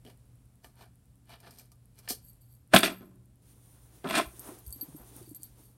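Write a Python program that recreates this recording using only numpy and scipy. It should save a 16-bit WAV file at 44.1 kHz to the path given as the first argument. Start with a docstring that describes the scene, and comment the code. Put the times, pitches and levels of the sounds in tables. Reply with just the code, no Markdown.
"""A small bedroom: a wavering hum, faint hiss and a tick ten times a second go on throughout.
First a hand fumbles keys in a metal box, which rings as they knock and rub. At 2.1 s it snatches them
and tosses them up, jingling. At 2.7 s they crash onto the wooden floor, which booms. From 4 s they are
dragged back and clink in the hand, while clothes rustle and the boards thud and pop under shifting weight."""
import sys
import numpy as np
from scipy import signal
from scipy.fft import rfft, irfft, next_fast_len
from scipy.io import wavfile
from scipy.ndimage import uniform_filter1d

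SR = 44100
rng = np.random.default_rng(int(sys.argv[2]) if len(sys.argv) > 2 else 0)


def write(x):
    x = np.atleast_2d(x).T
    wavfile.write(sys.argv[1], SR, np.round(np.clip(x, -1, 1) * 32767).astype(np.int16))


N = 254449


def gain(db):
    """Turns decibels into a number to multiply by."""
    return 10 ** (np.asarray(db) / 20)


def unit(x):
    """Scales a signal to an average size (rms) of 1."""
    return x / np.sqrt(np.mean(x ** 2))


def fade(t, t60):
    """Dies away by 60 dB in t60 seconds, the 'ring time'."""
    return np.exp(-np.log(1000) * t / t60)


def ring(tones, length_s, phase=0.):
    """Adds up fading tones, given as (pitch [Hz], level [dB], ring time [s])."""
    t = np.arange(int(length_s * SR)) / SR
    hz, db, t60 = np.transpose(tones)[:, :, None]
    return np.sum(gain(db) * fade(t, t60) * np.sin(2 * np.pi * hz * t + phase), axis=0)


def add(out, s, sound):
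    """Mixes a sound in, starting at s seconds."""
    i = int(s * SR)
    out[i:i + len(sound)] += sound[:N - i]


def noise(colour):
    """Noise of size 1; its colour says how strong the low and high pitches are."""
    hz, db = np.transpose(colour)
    size = next_fast_len(N, True)
    freqs = np.arange(size // 2 + 1) * SR / size + 1
    shape = gain(np.interp(np.log(freqs), np.log(hz), db))
    return unit(irfft(rfft(rng.standard_normal(size)) * shape, size)[:N])


def wander(per_s):
    """A smooth random wobble of size 1 that heads for a new value per_s times a second."""
    hold = int(SR / per_s)
    steps = np.repeat(rng.standard_normal(N // hold + 1), hold)
    return unit(uniform_filter1d(uniform_filter1d(steps, hold), hold)[:N])


def tiny_taps(per_s, scatter_db):
    """A shower of tiny taps at random times, some stronger than others."""
    hits = rng.random(N) < per_s / SR
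    sizes = gain(scatter_db * np.minimum(rng.exponential(size=N), 3))
    return unit(hits * sizes * rng.choice([-1, 1], N))


def through(x, response):
    """Lets every sample of x set off the response, which is scaled to an energy of 1."""
    return signal.fftconvolve(x, response / np.sqrt(np.sum(response ** 2)))[:N]


def swells(rows, extra_column=None):
    """A loudness curve with one rounded peak per row; an extra column can add to its level."""
    out = np.zeros(N)
    for row in rows:
        s, db, rise_s, fall_s = row[:4]
        start = max(s - rise_s, 0)
        t = start - s + np.arange(int((s + fall_s - start) * SR)) / SR
        from_peak = np.hypot(t / np.where(t < 0, rise_s, fall_s), .1) - .1
        extra_db = row[extra_column] if extra_column else 0
        add(out, start, gain(db + extra_db) * fade(from_peak, .84))
    return out


def room(x):
    """The walls add a short, dull echo that starts after 6 ms."""
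    t = np.arange(int(.6 * SR)) / SR
    tail = rng.standard_normal(len(t)) * fade(t, t60=.27) * (t > .006)
    tail = signal.lfilter(*signal.butter(1, 4900, fs=SR), tail)
    return x + gain(-21) * through(x, tail)


# colour of the quiet room: (pitch [Hz], relative level [dB])
AIR_COLOUR = [(20, -26.5), (40, -12), (58, -2.5), (88, -11), (120, -6), (150, -13.5), (200, -13.5),
              (360, -28), (480, -28.5), (1000, -36.5), (2100, -42), (6500, -45), (8300, -39.5),
              (10400, -39), (13000, -44), (15800, -47.5)]
# humming tones: (pitch [Hz], waver [share of the pitch], level [dB])
HUM_TONES = [(120.3, 0.008, -59.5), (278, .01, -78.5)]

def air_and_hum():
    """Room air and microphone hiss, with two hums that waver in pitch and loudness."""
    out = noise(AIR_COLOUR) * gain(-61.5 + .88 * wander(3.5))
    for hz, waver, db in HUM_TONES:
        loudness = gain(db + 2 * wander(22))
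        pitch = hz * (1 + waver * wander(33))
        out += loudness * np.sin(2 * np.pi * np.cumsum(pitch) / SR)
    return out


# ticks that come late: (tick number [counted from 0])
LATE_TICKS = [1, 26]

def ticking(first_s=.0562, every_s=.10005, late_s=.0185, pitch_hz=10600, width_s=.0001):
    """A faint, high tick repeats, never quite equally loud."""
    out = np.zeros(N)
    count = np.arange(int(N / SR / every_s))
    times = first_s + every_s * count + late_s * np.isin(count, LATE_TICKS)
    t = np.arange(-40, 41) / SR
    tick = np.exp(-(t / width_s) ** 2 / 2) * np.sin(2 * np.pi * pitch_hz * t)
    for s in times:
        add(out, s + t[0], tick * gain(-51 + 1.5 * rng.standard_normal()))
    return out


# clothes moving: (time [s], hiss level [dB], swish level [dB])
CLOTH_MOVES = [(3.42, -73.5, -76), (3.51, -67, -78), (3.8, -68.5, -72), (4.09, -68, -73),
               (4.21, -55.5, -70), (4.28, -62.5, -84), (4.371, -58.5, -65), (4.49, -53, -51.5),
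               (4.64, -63.5, -70.5), (4.78, -61, -71.5), (4.87, -62.5, -63.5), (5.0, -65, -66),
               (5.1, -59, -65.5), (5.19, -55.5, -59.5), (5.31, -72, -76.5), (5.42, -67.5, -76),
               (5.55, -70, -76.5), (5.59, -64, -69), (5.65, -68, -77), (5.77, -78.5, -79.5)]
# colours of the three fabric sounds: (pitch [Hz], relative level [dB])
HISS_COLOUR = [(2060, -35), (3500, -12.5), (4680, -22.5), (6170, -11.5), (7510, -16), (9480, 0.5),
               (10800, -11.5), (12100, -4.5), (13000, -11.5), (14100, -21), (15800, -14)]
SWISH_COLOUR = [(180, -19), (300, -8.5), (400, -7.5), (502, -10), (929, -11.5), (1270, -16.5), (3500, -33),
                (4550, -63), (7700, -120)]
SHUFFLE_COLOUR = [(150, -24), (290, 1.5), (400, -4), (600, -18.5)]

def clothes():
    """Fabric hisses finely, swishes lower down and shuffles on the boards, all a little patchy."""
    times, *levels_db = np.transpose(CLOTH_MOVES)
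    hiss_db, swish_db = (np.interp(np.arange(N) / SR, times, db, left=-200) for db in levels_db)
    hiss = noise(HISS_COLOUR) * gain(hiss_db + 2.06 * wander(41))
    swish = noise(SWISH_COLOUR) * gain(swish_db + 2 * wander(38))
    shuffle = noise(SHUFFLE_COLOUR) * gain(hiss_db - 1.5 + 2 * wander(23))
    return hiss + swish + shuffle


# low thuds and higher pops: (time [s], level [dB], pitch [Hz])
BOARD_THUDS = [(4.263, -35, 64), (4.337, -51.5, 370), (4.388, -43.5, 290), (4.489, -34, 301),
               (4.518, -36.5, 357), (4.669, -32, 73.4), (4.687, -32.5, 70.4), (4.76, -44, 280),
               (4.827, -36.5, 294), (4.88, -41, 147), (4.884, -41.5, 269), (4.939, -40.5, 147),
               (4.947, -35.5, 295.4), (4.998, -43, 56.5), (4.999, -46.5, 230), (5.113, -48, 285),
               (5.161, -42, 292), (5.205, -41, 118), (5.213, -41.5, 356.5), (5.275, -45, 321),
               (5.289, -46, 121), (5.313, -37, 298), (5.398, -51.5, 303), (5.598, -51, 302.6)]
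# the floor's boom under the crash: (pitch [Hz], level [dB], ring time [s])
BOOM_TONES = [(58, -41, .15), (135, -16.5, .09), (200, -13, 0.17), (241, -14.5, 0.12), (188, -38.5, 1)]

def boards(crash_s=2.744):
    """Shifting weight gives each loose board one soft note; the crash makes the whole floor boom."""
    out = np.zeros(N)
    for s, db, hz in BOARD_THUDS:
        ring_s = .064 * (302.5 / hz) ** .49  # lower boards ring longer
        thud = ring([(hz, db, ring_s)], length_s=.25)
        soft_start = 1 - fade(np.arange(len(thud)) / SR, 3 / hz)
        add(out, s, thud * soft_start)
    boom = ring(BOOM_TONES, length_s=.67)
    soft_start = 1 - fade(np.arange(len(boom)) / SR, .02)
    add(out, crash_s, boom * soft_start)
    return out


# four pitch ranges, in the order main, bass, low middle, treble: (bottom [Hz], top [Hz])
PITCH_RANGES = [(1500, 5000), (150, 500), (500, 1500), (5000, 16000)]

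def surface(tones, blur_colour, knocks, rubs, taps, blur_ring_s, rub_blur_db, knock_blur_db, knock_db):
    """Knocks and rubs ring a surface's clear tones, plus a noisy blur of many weak ones."""
    hz, width, db = np.transpose(tones)
    ring_s = np.log(1000) / (np.pi * width)  # narrow tones ring longer
    clear = ring(np.transpose([hz, db, ring_s]), length_s=.15)
    blur, out = noise(blur_colour), np.zeros(N)
    t = np.arange(len(clear)) / SR
    phases = np.pi * rng.random((len(knocks), len(tones), 1))
    for band, (edges, drain_s) in enumerate(zip(PITCH_RANGES, blur_ring_s)):
        band_filter = signal.butter(3, edges, "band", fs=SR, output="sos")
        inside = (hz >= edges[0]) & (hz < edges[1])
        rubbing = taps * swells(rubs, extra_column=3 + band if band else None)
        out += through(rubbing, signal.sosfilt(band_filter, clear)) * gain(-9)
        # rubbing feeds the blur with energy, which then drains away
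        drain = fade(t, drain_s) ** 2
        energy = np.abs(signal.fftconvolve(rubbing ** 2, drain)[:N])
        energy *= gain(rub_blur_db) ** 2 / np.sum(drain)
        for (s, main_db, *extras_db, spot_hz), phase in zip(knocks, phases):
            level_db = main_db + (extras_db[band - 1] if band else 0)
            add(energy, s, drain * gain(level_db + knock_blur_db) ** 2)
            # the spot that is hit brings out tones near its own pitch
            octaves_off = np.log2(hz / spot_hz)
            tone_db = db + 14.5 * np.exp(-(octaves_off / .2) ** 2 / 2)
            knock = ring(np.transpose([hz, tone_db, ring_s])[inside], .15, phase[inside])
            knock = signal.sosfilt(band_filter, knock * (1 - fade(t, .00083)))
            add(out, s, knock * gain(level_db + knock_db) / np.max(np.abs(knock)))
        out += np.sqrt(energy) * unit(signal.sosfilt(band_filter, blur))
    return out


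# the box's clear tones: (pitch [Hz], width [Hz], relative level [dB])
BOX_TONES = [(253, 36, -2), (411, 60, -2), (712, 31, -3.5), (940, 94, -4), (1190, 16, -17),
             (1770, 58, -1.5), (2385, 61, 4.5), (2946, 42, 1), (3230, 62, 0.5), (4260, 125, 1),
             (4680, 310, -1), (5150, 130, -9), (5920, 140, -8.5), (7160, 420, -6), (8620, 280, 3),
             (10900, 450, -13), (12440, 210, -1)]
# colour of its many weak tones: (pitch [Hz], relative level [dB])
BOX_BLUR = [(120, -40), (200, -15), (557, -10), (732, 3), (1120, -5.5), (2730, -3.5), (4480, -2.5),
            (6570, -11.5), (12700, -5.5), (15800, -19)]
# keys hitting the box: (time [s], main level [dB], extra bass [dB], extra low middle [dB],
# extra treble [dB], pitch of the spot hit [Hz])
BOX_HITS = [(0.05, -51, 6, -8, 0.5, 3200), (0.0637, -47.5, 2, -22, -13, 3260),
            (0.0994, -57.5, -9, 1, 5.5, 2330), (0.6443, -42, -12, -3, -1, 1750),
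            (1.294, -50.5, -16, -0.5, 0, 1500), (1.4023, -57.5, -5, -14, 11, 2470),
            (1.508, -56, -2, -18, 12.5, 5060), (1.5494, -66, -13, -5, 10, 4220),
            (1.5856, -57, -15, -3, 17.5, 4020), (1.5962, -53.5, -24, -32, 11, 2450),
            (1.7176, -58.5, -6, -1, 11.5, 1210), (1.9885, -56, -3, -1, 14, 2250),
            (2.0766, -33, -24, -9, -29, 1760), (2.089, -32.5, -18, -29, 8.5, 4200),
            (2.1048, -34, 3, -3.5, 11, 4570)]
# keys rubbing along it: (peak time [s], main level [dB], rise [s], fall [s], extra bass [dB],
# extra low middle [dB], extra treble [dB])
BOX_SCRAPES = [(0.078, -56.5, 0.093, 0.18, 8.5, -0.5, -1.5), (0.644, -62, .06, 0.21, 4, 4, 5),
               (0.814, -56, 0.17, 0.2, -2, 4.5, -2.5), (1.305, -59.5, 0.099, 0.19, -7, 4, 1.5),
               (1.336, -51, 0.17, 0.11, -9, -4, -17), (1.47, -52, 0.17, 0.12, 1.5, 4.5, -9),
               (1.6, -60.5, 0.51, 0.23, 0, -2, 5), (1.994, -60.5, 0.12, 0.066, -4, -4.5, 2.5),
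               (2.05, -60.5, .12, 0.085, 0, 2, 1.5), (2.09, -40.5, 0.013, 0.18, -8, -12, 12),
               (2.115, -49.5, 0.089, 0.033, 6.5, -6, 10)]

def metal_box():
    """Fumbled keys knock and scrape on the metal walls and set them ringing."""
    return surface(BOX_TONES, BOX_BLUR, BOX_HITS, BOX_SCRAPES, tiny_taps(per_s=900, scatter_db=2.2),
                   blur_ring_s=(.039, .087, .095, .073),
                   rub_blur_db=-8.5, knock_blur_db=-11.5, knock_db=-3.5)


# the floor's clear tones: (pitch [Hz], width [Hz], relative level [dB])
FLOOR_TONES = [(215, 45, -7.5), (285, 50, -5.5), (346, 40, -5.5), (386, 47, -5.5), (654, 70, 0),
               (1048, 45, -5.5), (1325, 130, 0.5), (1484, 60, -14.5), (1721, 100, -10), (2420, 130, -6.5),
               (2690, 80, -9), (3390, 120, -6), (3680, 90, -16), (4090, 81, -17.5), (8300, 130, -14),
               (8850, 190, -12), (9340, 300, -16)]
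# colour of its many weak tones: (pitch [Hz], relative level [dB])
FLOOR_BLUR = [(71, -46.5), (120, -12), (354, 1.5), (480, -22), (620, 1), (925, -8.5), (1090, -8.5),
              (2050, -5), (3420, -9.5), (6300, -22), (12600, -26), (15800, -44)]
# keys hitting the floor: same columns as BOX_HITS
FLOOR_HITS = [(2.7373, -7.5, -22.5, -0.5, -9, 1650), (2.7413, -11, -6.5, 4.5, -7, 630),
              (2.7626, -1, -15, -6.5, -9.5, 3630), (2.7675, -21, -12, -12, -10, 2390),
              (2.7783, -17.5, -26, -22, -14.5, 3580), (2.8323, -9.5, -12, -6, -15, 3350),
              (2.8581, -19, -24, -15, -19.5, 2330), (2.8776, -22, -10, -1.5, -20, 543),
              (3.019, -58.5, 11, 1, -8, 2306), (3.113, -74, 11.5, 13, -13.5, 900),
              (4.0429, -37.5, 9.5, 3.5, -15, 653), (4.0733, -34.5, -22, -3, -15.5, 582),
              (4.0883, -30, -16, -8, -10, 3400), (4.0991, -28, -15, -8, -6, 2700),
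              (4.1085, -21.5, -10, -3.5, -9, 1050), (4.141, -33, -14, 10.5, -14, 1350),
              (4.1543, -21, -37, -3.5, -1, 2650), (4.1785, -26, 0, 3, 4, 2320),
              (4.1964, -33, -4, 15.5, -19, 920), (4.2088, -27.5, -15, -4, -15, 620)]
# keys skidding on it: same columns as BOX_SCRAPES
FLOOR_SKIDS = [(2.743, -13, .03, 0.05, -0.5, 6, -12.5), (2.758, -16, 0.062, 0.14, -1.5, -5.5, -5.5),
               (2.834, -20.5, 0.022, .19, -5, -8.5, -5), (2.919, -56, 0.3, .15, 18, 12, -15),
               (3.015, -60.5, .05, 0.19, 18, 8, -10.5), (3.11, -83, .2, 0.78, 25.5, 10.5, -9.5),
               (4.044, -52.5, 0.018, 0.41, 22.5, 20.5, -9), (4.167, -24, 0.21, 0.14, -18, -8.5, -9.5),
               (4.188, -30.5, 0.14, 0.072, 4.5, 6, -4), (4.213, -33.5, 0.024, 0.094, 3, -11, -6)]

def wooden_floor():
    """Keys crash, skid and are dragged back; the wood answers with short knocks and scrapes."""
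    return surface(FLOOR_TONES, FLOOR_BLUR, FLOOR_HITS, FLOOR_SKIDS,
                   tiny_taps(per_s=2000, scatter_db=3.5), blur_ring_s=(.04, .011, .05, .04),
                   rub_blur_db=-9.5, knock_blur_db=-10.5, knock_db=-2.7)


# the keys' high and low ring: (pitch [Hz], relative level [dB], ring time [s])
HIGH_RING = [(12457, 0, .1), (12275, -8, .1), (12620, -9, .05)]
LOW_RING = [(4604, 0, .045), (4510, -5, .035)]
# colour of their clicks: (pitch [Hz], relative level [dB])
CLICK_COLOUR = [(3500, -41.5), (6000, -16), (8500, 3.5), (10500, 1), (13000, -8.5), (16000, -7)]
# key hitting key: (time [s], click level [dB], high ring level [dB], low ring level [dB])
KEY_CLINKS = [(2.1484, -41.5, -55, -49), (2.2444, -61, -52, -74), (2.296, -54, -52, -62),
              (2.4173, -59, -60, -74), (2.7474, -6.5, -20, -48), (2.8468, -41.5, -32, -27),
              (4.0934, -42, -41, -53), (4.262, -45.5, -49, -66), (4.3946, -29, -40, -72),
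              (4.588, -47, -52.5, -72), (4.6645, -43.5, -43.5, -56), (4.6794, -41.5, -45.5, -68.5),
              (4.7064, -38, -49, -72.5), (4.726, -29.5, -37, -42), (4.811, -38, -28, -38),
              (4.9642, -53, -45, -72.5), (5.165, -37.5, -54, -72.5), (5.228, -46.5, -65.5, -59.5),
              (5.2609, -57.5, -57, -58), (5.2935, -44.5, -49, -67), (5.3479, -38, -46.5, -59),
              (5.399, -60.5, -65, -78.5), (5.4327, -30, -42.5, -66)]
# loose keys chattering: (peak time [s], high ring level [dB], rise [s], fall [s],
# extra for the low ring [dB], extra for the clicks [dB])
KEY_JINGLES = [(2.15, -81, .03, 0.19, -2, -7), (2.29, -64, 0.37, 0.26, -12, 1.5),
               (2.418, -67.5, .05, 0.16, -10, -3), (2.526, -65.5, 0.16, 0.26, -14.5, -1.5),
               (2.755, -34, 0.033, 0.24, -1.5, 8), (2.85, -46, .08, 0.15, -8, -16),
               (2.93, -59, .2, 0.39, -20, -10), (4.102, -58.5, 0.15, 0.2, -12, 3),
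               (4.176, -60.5, 0.24, 0.25, -10, 13), (4.74, -55.5, 0.26, .4, -17, -4),
               (4.825, -46.5, 0.037, 0.096, -23.5, -12), (4.966, -59.5, 0.035, 0.37, -22, -5),
               (5.302, -65.5, 0.27, .12, -7, 7.5), (5.354, -47.5, .035, .09, -20.5, -9),
               (5.442, -60, .17, .13, -5, 3), (5.648, -67.5, .2, .37, -12, -6)]

def keys(free_ring_s=.027):
    """A clink is a bright rattle and a ring, cut short by the next touch; loose keys chatter on."""
    out, rattle = np.zeros(N), np.zeros(N)
    t = np.arange(int(.2 * SR)) / SR
    bright = noise(CLICK_COLOUR)
    high, low = ring(HIGH_RING, length_s=.2), ring(LOW_RING, length_s=.2)
    click_shape = fade(t, .0022) + .3 * fade(t, .02)
    ring_shape = fade(np.maximum(t - free_ring_s, 0), .024) * (1 - fade(t, .0075))
    for s, click_db, high_db, low_db in KEY_CLINKS:
        add(rattle, s, gain(click_db) * click_shape)
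        add(out, s, ring_shape * (gain(high_db) * high + gain(low_db) * low))
    taps = tiny_taps(per_s=900, scatter_db=2.2)
    muffle = fade(t, .07)  # touching keys quieten each other
    out += through(taps * swells(KEY_JINGLES), high * muffle)
    out += through(taps * swells(KEY_JINGLES, extra_column=4), low * muffle ** 2)
    chatter = taps * swells(KEY_JINGLES, extra_column=5)
    rattle += np.abs(through(chatter, fade(t, .027)))
    treble_only = signal.butter(4, 5000, "high", fs=SR, output="sos")
    return out + signal.sosfilt(treble_only, rattle * bright)


def scene():
    """Box, floor, keys and boards echo in the room; clothes and background are added without echo."""
    echoing = room(metal_box() + wooden_floor() + keys() + boards())
    return (echoing + clothes() + air_and_hum() + ticking())[None]


def record(dry, bottom_hz=23, top_hz=15900):
    """The microphone drops the deepest bass, rounds the loudest peaks and cuts the highest treble."""
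    trimmed = signal.sosfilt(signal.butter(2, bottom_hz, "high", fs=SR, output="sos"), dry)
    rounded = .95 * np.tanh(trimmed / .95)
    return signal.sosfilt(signal.ellip(10, .2, 70, top_hz, fs=SR, output="sos"), rounded)


dry = scene()
out = record(dry)
write(out)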